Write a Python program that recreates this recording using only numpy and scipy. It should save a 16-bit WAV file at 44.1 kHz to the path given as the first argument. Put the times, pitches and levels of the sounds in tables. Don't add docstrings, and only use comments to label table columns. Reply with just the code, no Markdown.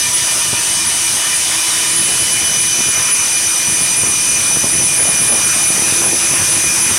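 import sys
import numpy as np
from scipy import signal
from scipy.fft import rfft, irfft
from scipy.io import wavfile
from scipy.ndimage import uniform_filter1d, minimum_filter1d, map_coordinates

SR = 44100
rng = np.random.default_rng(int(sys.argv[2]) if len(sys.argv) > 2 else 0)


def unload_audio(sound):
    columns = np.transpose(np.atleast_2d(sound))
    steps = np.round(np.clip(columns, -1, 1) * 32767)
    wavfile.write(sys.argv[1], SR, steps.astype(np.int16))


def volts_from_decibels(level):
    exponent = np.asarray(level, float) / 20
    return 10 ** exponent


N = 307818

BIT_RATIO = 84.74
COUNTER = 9 / 69
SECOND = 14 * 9 / 69

# (time [s], speed [Hz])
SHAFT_SPEED = [(0, 329.03), (.26, 329.43), (.52, 330.1), (.78, 330.28), (1.04, 329.96), (1.3, 330.34),
               (1.82, 331.95), (2.08, 332.45), (2.59, 331.94), (3.37, 331.6), (3.89, 332.24),
               (4.15, 332.27), (4.67, 332.69), (5.19, 331.67), (5.45, 331.72), (5.97, 334.06),
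               (6.23, 334.37), (6.98, 334.11)]
# (turn [0-1], speed change [Hz])
BIT_SAG = [(.04, .55), (.14, .05), (.2, -.55), (.27, -.97), (.33, -.92), (.45, -.22), (.55, .18),
           (.67, .32), (.83, .29)]
# (shaft order, upper countershaft sideband [dB], lower sideband [dB], flutter [0-1],
# place of the tight spot [turn 0-1], its half width [turn])
STRONG_TONES = [
    (4 * SECOND, -25, -15.5, .17, 0.19, .12),
    (9, -16, -30, .14, 0.4, 0.1),
    (18, -1.5, -19, .28, .3, 0.15),
    (27, -14, -15, .3, 1.2, 0.1),
    (30, -35, -19, 0.44, 0.23, 0.23),
]
# (time [s], running free [dB], tight spot dragging [dB])
SECOND_MESH_4_LEVELS = [(0.0, -37.0, -27.5), (2.07, -39, -28), (2.84, -30, -27), (4.39, -28.5, -29),
                        (4.65, -33, -28), (5.17, -27, -24.0), (6.2, -30.0, -36), (6.72, -30, -23),
                        (6.98, -31.0, -33)]
PINION_LEVELS = [(0.0, -31.0, -45), (1.29, -28.5, -43.0), (1.55, -31.5, -29), (2.33, -26, -29),
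                 (3.36, -34.0, -32), (4.65, -34.0, -39), (5.69, -33, -31), (5.95, -41.0, -40),
                 (6.98, -36, -46.0)]
PINION_2_LEVELS = [(0.0, -26.5, -25), (0.52, -35.0, -32), (1.03, -29.5, -30), (1.55, -40.0, -54.0),
                   (2.33, -32.0, -28), (2.59, -21.5, -26), (3.36, -23.5, -22), (4.14, -24.5, -21.0),
                   (4.65, -19.5, -28.0), (5.17, -28, -19.5), (5.43, -25.0, -21.5), (6.98, -23.0, -24.5)]
PINION_3_LEVELS = [(0.0, -54.0, -32.0), (0.78, -24.5, -41.0), (1.55, -36, -31.0), (1.81, -23.0, -38.0),
                   (2.33, -54.0, -35.0), (2.59, -39.0, -27), (2.84, -43.0, -37.0), (3.1, -29, -44.0),
                   (3.88, -20, -26.0), (5.17, -21, -28.0), (5.69, -22, -19), (6.2, -49.0, -28),
                   (6.46, -22, -26), (6.98, -23, -25)]
COMMUTATOR_LEVELS = [(0.0, -19, -40.0), (0.26, -24, -26.0), (0.52, -30.0, -52.0), (1.29, -34, -26),
                     (1.81, -33, -30.0), (2.07, -16, -19.0), (2.33, -22, -23), (2.59, -26, -19.5),
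                     (2.84, -28.0, -21.0), (3.1, -22, -21.5), (3.62, -39.0, -28.0), (3.88, -16, -37.0),
                     (4.39, -27.0, -24), (4.91, -16, -21), (5.17, -11.5, -21), (5.69, -31.0, -15.5),
                     (5.95, -17.5, -21), (6.98, -20.0, -36.0)]
# (time [s], level change [dB])
ROOM_CROSSINGS = [(.11, -14), (.15, 6), (.23, -6), (.35, -6), (.88, 14), (1.13, 11), (1.365, 14), (1.96, 4),
                  (2.02, -2), (2.17, -12), (2.28, -12), (2.33, 7), (2.37, -8), (2.46, 5), (2.52, -13),
                  (2.63, 6), (2.9, 8), (2.93, -12), (3.13, 7), (3.24, -5), (3.38, 5), (3.94, -12),
                  (4.12, -2), (4.36, -8), (5.14, -4), (5.43, -8), (5.53, -14), (5.67, 2.5), (5.74, -3),
                  (6.41, -10)]
# (shaft order, level [dB])
HOUSING_SHAFT = [(2, -52), (3, -44), (6, -48), (10, -44), (15, -43), (17, -53), (19, -39), (24, -41),
                 (26, -47), (28, -45)]
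# (multiple of the second mesh, level [dB])
HOUSING_MESH = [(1.57, -46.5), (2, -47.5), (3, -41.5), (6, -47)]
# (time [s], unbalance tone [dB], rattle [dB])
HOUSING_DRIFT = [(0, -45.5, 0), (1.3, -44, -2), (2.08, -40.5, -4), (3.1, -46.5, -5.5), (4.67, -41, -8.5),
                 (5.3, -45, -5), (6, -36, -5.5), (6.98, -38.5, -5)]
# (time [s], level [dB])
HAND_FEED = [(0, -.5), (.35, .5), (.58, -1), (1.7, 1), (2.35, -0.5), (4.6, 0), (4.67, -2), (4.76, 0),
             (5.5, 1.8), (6.03, 1.6), (6.1, -0.5), (6.36, 2), (6.98, 1.5)]
# (frequency [Hz], density [dB per Hz])
GRIND_COLOUR = [(150, -40), (250, -12), (835, -7), (1700, -4), (2150, -3.5), (2450, -0.5), (2800, -4.5),
                (3200, -10.5), (4000, -40)]
SCRAPE_COLOUR = [(2500, -16), (3100, -2), (3700, 1), (4300, -2.5), (4900, -3), (5600, -11)]
AIR_COLOUR = [(3600, -48), (4700, -8.5), (5500, -5.5), (6000, -1.5), (6500, -5.5), (7500, -9), (8700, -4),
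              (9400, -1.5), (10000, -4), (10800, -12), (12500, -19.5), (15000, -50)]
SLURRY_COLOUR = [(8000, -21), (10300, -10), (11400, -13.5), (12600, -26), (14000, -21.5), (16500, -28)]
# (time [s], level [dB])
STEADY_DRAUGHT = [(0, -37), (1.3, -39.5), (2.1, -36.5), (2.5, -35), (3.6, -38), (4.4, -35), (5.6, -34),
                  (6.98, -32.5)]
# (time [s], half length [s], rise of the low buffet [dB], rise of the sharp part [dB])
FAN_GUSTS = [(.45, .04, 3, 4), (.535, .02, 4, 8), (.83, 0.13, 4, -3), (1.314, 0.027, 8, -2),
             (1.518, .04, 5, 3), (2.05, .13, 2.5, 4), (2.803, 0.018, 5, 12), (2.89, 0.022, 7, 9),
             (3.0, 0.054, 1, 4), (3.697, .03, 7, 4), (3.824, .03, 7, 7), (4.03, 0.094, 6.5, 11),
             (4.56, .035, 4, 11), (4.65, 0.034, -2, 12), (4.69, .02, 7, 3), (4.74, .015, 6, 1.5),
             (4.8, .07, 10, 8), (4.995, .035, 3, 15), (5.092, .035, 3, 13), (5.22, .03, 6, 5),
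             (5.32, .07, 5, 14), (5.823, 0.11, -1, 7), (6.058, 0.11, 1.5, 10.5), (6.34, .03, 4, 8),
             (6.418, 0.026, 6, 1.5), (6.562, 0.038, 0, 5), (6.916, .05, 5, 5)]
# (frequency [Hz], density [dB per Hz])
BUFFET_COLOUR = [(20, -27), (45, -14), (75, -1), (150, 0.5), (300, -8), (600, -19), (1200, -60)]
GUST_COLOUR = [(100, -29), (250, -1), (500, -3.5), (900, -6), (1500, -15), (3000, -58)]
# (time [s], peak level [dB])
MIC_POPS = [(0.531, -8.5), (2.791, -16), (2.886, -12), (3.82, -17), (3.989, -16), (4.036, -9), (4.571, -5),
            (4.644, -4), (4.786, -15), (5.095, -10), (5.218, -11), (5.336, -16), (5.377, -15), (5.565, -13),
            (5.705, -7), (5.795, -9), (5.823, -6), (5.925, -7), (6.08, -9), (6.101, -14), (6.337, -11),
            (6.568, -14), (6.643, -9), (6.914, -13)]
# (time [s], low edge [Hz])
STEREO_FLICKS = [(.012, 5000), (.313, 8200), (.464, 6200), (.464, 13500), (.824, 9600), (1.08, 4200),
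                 (1.08, 8200), (1.254, 11100), (1.718, 11000), (1.846, 13000), (1.916, 6200), (1.985, 4400),
                 (2.101, 13000), (2.357, 11000), (2.775, 6800), (3.448, 6200), (3.913, 4200), (3.913, 6200),
                 (4.946, 7800), (5.817, 7500), (6.316, 10300)]


def unit(x):
    return x / np.sqrt(np.mean(x ** 2) + 1e-20)


def curves(rows):
    s, *columns = np.transpose(rows)
    return [np.interp(np.arange(N) / SR, s, column) for column in columns]


def wobble(rate):
    knots = rng.standard_normal(int(N * rate / SR) + 4)
    return map_coordinates(knots, [np.arange(N) * rate / SR])


def swells(times, half_s):
    distance_s = np.arange(N) / SR - np.reshape(times, (-1, 1))
    return np.exp(-(distance_s / np.reshape(half_s, (-1, 1))) ** 2)


def rush(spectrum, patchy_db):
    hz, _, z = signal.stft(rng.standard_normal(N + 4096), SR, nperseg=2048, noverlap=1536)
    patches = uniform_filter1d(rng.standard_normal(z.shape), size=16, axis=0)
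    patches = unit(uniform_filter1d(patches, size=6, axis=1))
    f, level = np.transpose(spectrum)
    colour_db = np.interp(np.log(hz + 1), np.log(f), level, left=-120, right=-120)
    z = z * volts_from_decibels(colour_db[:, None] + patchy_db * patches)
    return unit(signal.istft(z, nperseg=2048, noverlap=1536)[1][:N])


def tone(order, angle, flutter, rate):
    quick = wobble(rate) + 1j * wobble(rate)
    quick = quick - uniform_filter1d(quick.real, size=SR // 6)
    start = rng.uniform(0, 2 * np.pi)
    return np.sqrt(2) * (1 + flutter * quick) * np.exp(1j * (order * angle + start))


def motor():
    speed, = curves(SHAFT_SPEED)
    bit_turn = np.cumsum(speed) / SR / BIT_RATIO
    speed = speed + np.interp(bit_turn, *np.transpose(BIT_SAG), period=1)
    return 2 * np.pi * np.cumsum(speed) / SR, bit_turn


def gears_and_commutator(angle, bit_turn):
    s, change_db = np.transpose(ROOM_CROSSINGS)
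    crossing = volts_from_decibels(change_db @ swells(s, half_s=.022))
    levels = SECOND_MESH_4_LEVELS, PINION_LEVELS, PINION_2_LEVELS, PINION_3_LEVELS, COMMUTATOR_LEVELS
    out = 0
    for (order, upper_db, lower_db, flutter, place, width), rows in zip(STRONG_TONES, levels):
        free, dragging = curves([(s, volts_from_decibels(free_db), volts_from_decibels(drag_db)) for s, free_db, drag_db in rows])
        tight = np.exp(-(((bit_turn - place + .5) % 1 - .5) / width) ** 2)
        strength = free + tight * (dragging - free)
        if order == 30:
            strength = strength * crossing
        upper = volts_from_decibels(upper_db - 2.0) * (1 - .8 * tight) * tone(COUNTER, angle, 0.27, 14)
        lower = volts_from_decibels(lower_db - 2.5) * tone(-COUNTER, angle, 0.89, 22)
        out = out + strength * (1 + upper + lower) * tone(round(order, 4), angle, flutter, 30)
    return out.real


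def housing(angle):
    unbalance_db, rattle_db = curves(HOUSING_DRIFT)
    out = volts_from_decibels(unbalance_db - 0.5) * tone(1, angle, 0.64, 32)
    for order, db in HOUSING_SHAFT + [(k * SECOND, db) for k, db in HOUSING_MESH]:
        strength = volts_from_decibels(db + rattle_db * 0.89 + .8 * wobble(2.64))
        out += strength * tone(round(order, 4), angle, 1.33, 40)
    return out.real


def grinding(feed_db):
    return volts_from_decibels(-26 + feed_db + 0.41 * wobble(8)) * rush(GRIND_COLOUR, patchy_db=2.0)


def scraping(feed_db):
    sinking_db = 0.6 * (np.arange(N) - N / 2) / SR
    level_db = -28.5 + 1.1 * feed_db - sinking_db + 0.6 * wobble(8)
    return volts_from_decibels(level_db) * rush(SCRAPE_COLOUR, patchy_db=1.5)


def cooling_air(feed_db):
    return volts_from_decibels(-18 + 0.73 * feed_db + 0.55 * wobble(8)) * rush(AIR_COLOUR, patchy_db=1.27)


def slurry(feed_db):
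    return volts_from_decibels(-27.5 + .9 * feed_db + 0.54 * wobble(6.1)) * rush(SLURRY_COLOUR, patchy_db=.3)


def draught():
    steady_db, = curves(STEADY_DRAUGHT)
    s, half_s, *rise_db = np.transpose(FAN_GUSTS)
    low_db, sharp_db = steady_db + rise_db @ swells(s, half_s)
    sharp_db = sharp_db - 4
    lumps = wobble(35)
    low = volts_from_decibels(low_db + 0.46) * unit(volts_from_decibels(1.94 * lumps) * rush(BUFFET_COLOUR, patchy_db=0.5))
    gust_db = 1.44 * (sharp_db + 34) - 35.5
    flutter = volts_from_decibels(1.8 * lumps + 4.5 * wobble(260))
    return low + volts_from_decibels(gust_db) * unit(flutter * rush(GUST_COLOUR, patchy_db=1.0))


def pops():
    out, t = np.zeros(N + SR), np.arange(-200, 900) / SR
    dip = np.exp(-(t / 0.00042) ** 2)
    rebound = 0.19 * np.exp(-((t - .0024) / 0.0013) ** 2)
    rebound -= 0.092 * np.exp(-((t - .007) / 0.0028) ** 2)
    for s, db in MIC_POPS:
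        out[round(s * SR) - 200:][:len(t)] += volts_from_decibels(db - 2.0) * (rebound - dip)
    return out[:N]


def scene():
    angle, bit_turn = motor()
    feed_db, = curves(HAND_FEED)
    drill = gears_and_commutator(angle, bit_turn) + housing(angle)
    cut = grinding(feed_db) + scraping(feed_db)
    hiss = cooling_air(feed_db) + slurry(feed_db)
    return np.tile(drill + cut + hiss + draught() + pops(), (2, 1))


def band(x, low_hz, high_hz):
    hz = np.fft.rfftfreq(len(x), 1 / SR)
    return irfft(rfft(x) / (1 + (low_hz / (hz + 1)) ** 4) / (1 + (hz / high_hz) ** 24), len(x))


def compress_and_limit(x):
    treble = band(x, low_hz=3040, high_hz=10400)
    level_db = 10 * np.log10(np.abs(uniform_filter1d(treble ** 2, size=300)) + 1e-9)
    x = x + treble * (volts_from_decibels(-.36 * (level_db + 14.0).clip(-6, 9)) - 1)
    needed = np.minimum(1, 0.61 / (np.abs(x) + 1e-9))
    return x * uniform_filter1d(minimum_filter1d(needed, size=61), size=61)


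def flicks(x):
    side, fade, hz = np.zeros(N + SR), signal.windows.tukey(2048, .7), np.fft.rfftfreq(2048, 1 / SR)
    for s, low_hz in STEREO_FLICKS:
        start = round(s * SR)
        inside = (hz > low_hz) * (hz < 1.23 * low_hz)
        noise = irfft(rfft(rng.standard_normal(2048)) * inside)
        own = irfft(rfft(x[start:][:2048]) * inside).std()
        side[start:][:2048] += volts_from_decibels(-5) * own * fade * unit(noise)
    return side[1024:N + 1024]


def roll_off(x):
    return signal.sosfilt(signal.butter(12, 15710, fs=SR, output="sos"), x)


def record(dry):
    x = compress_and_limit(band(dry[0], low_hz=38, high_hz=SR))
    side = flicks(x)
    return roll_off(np.array([x + side, x - side]))


dry = scene()
out = record(dry)
unload_audio(out)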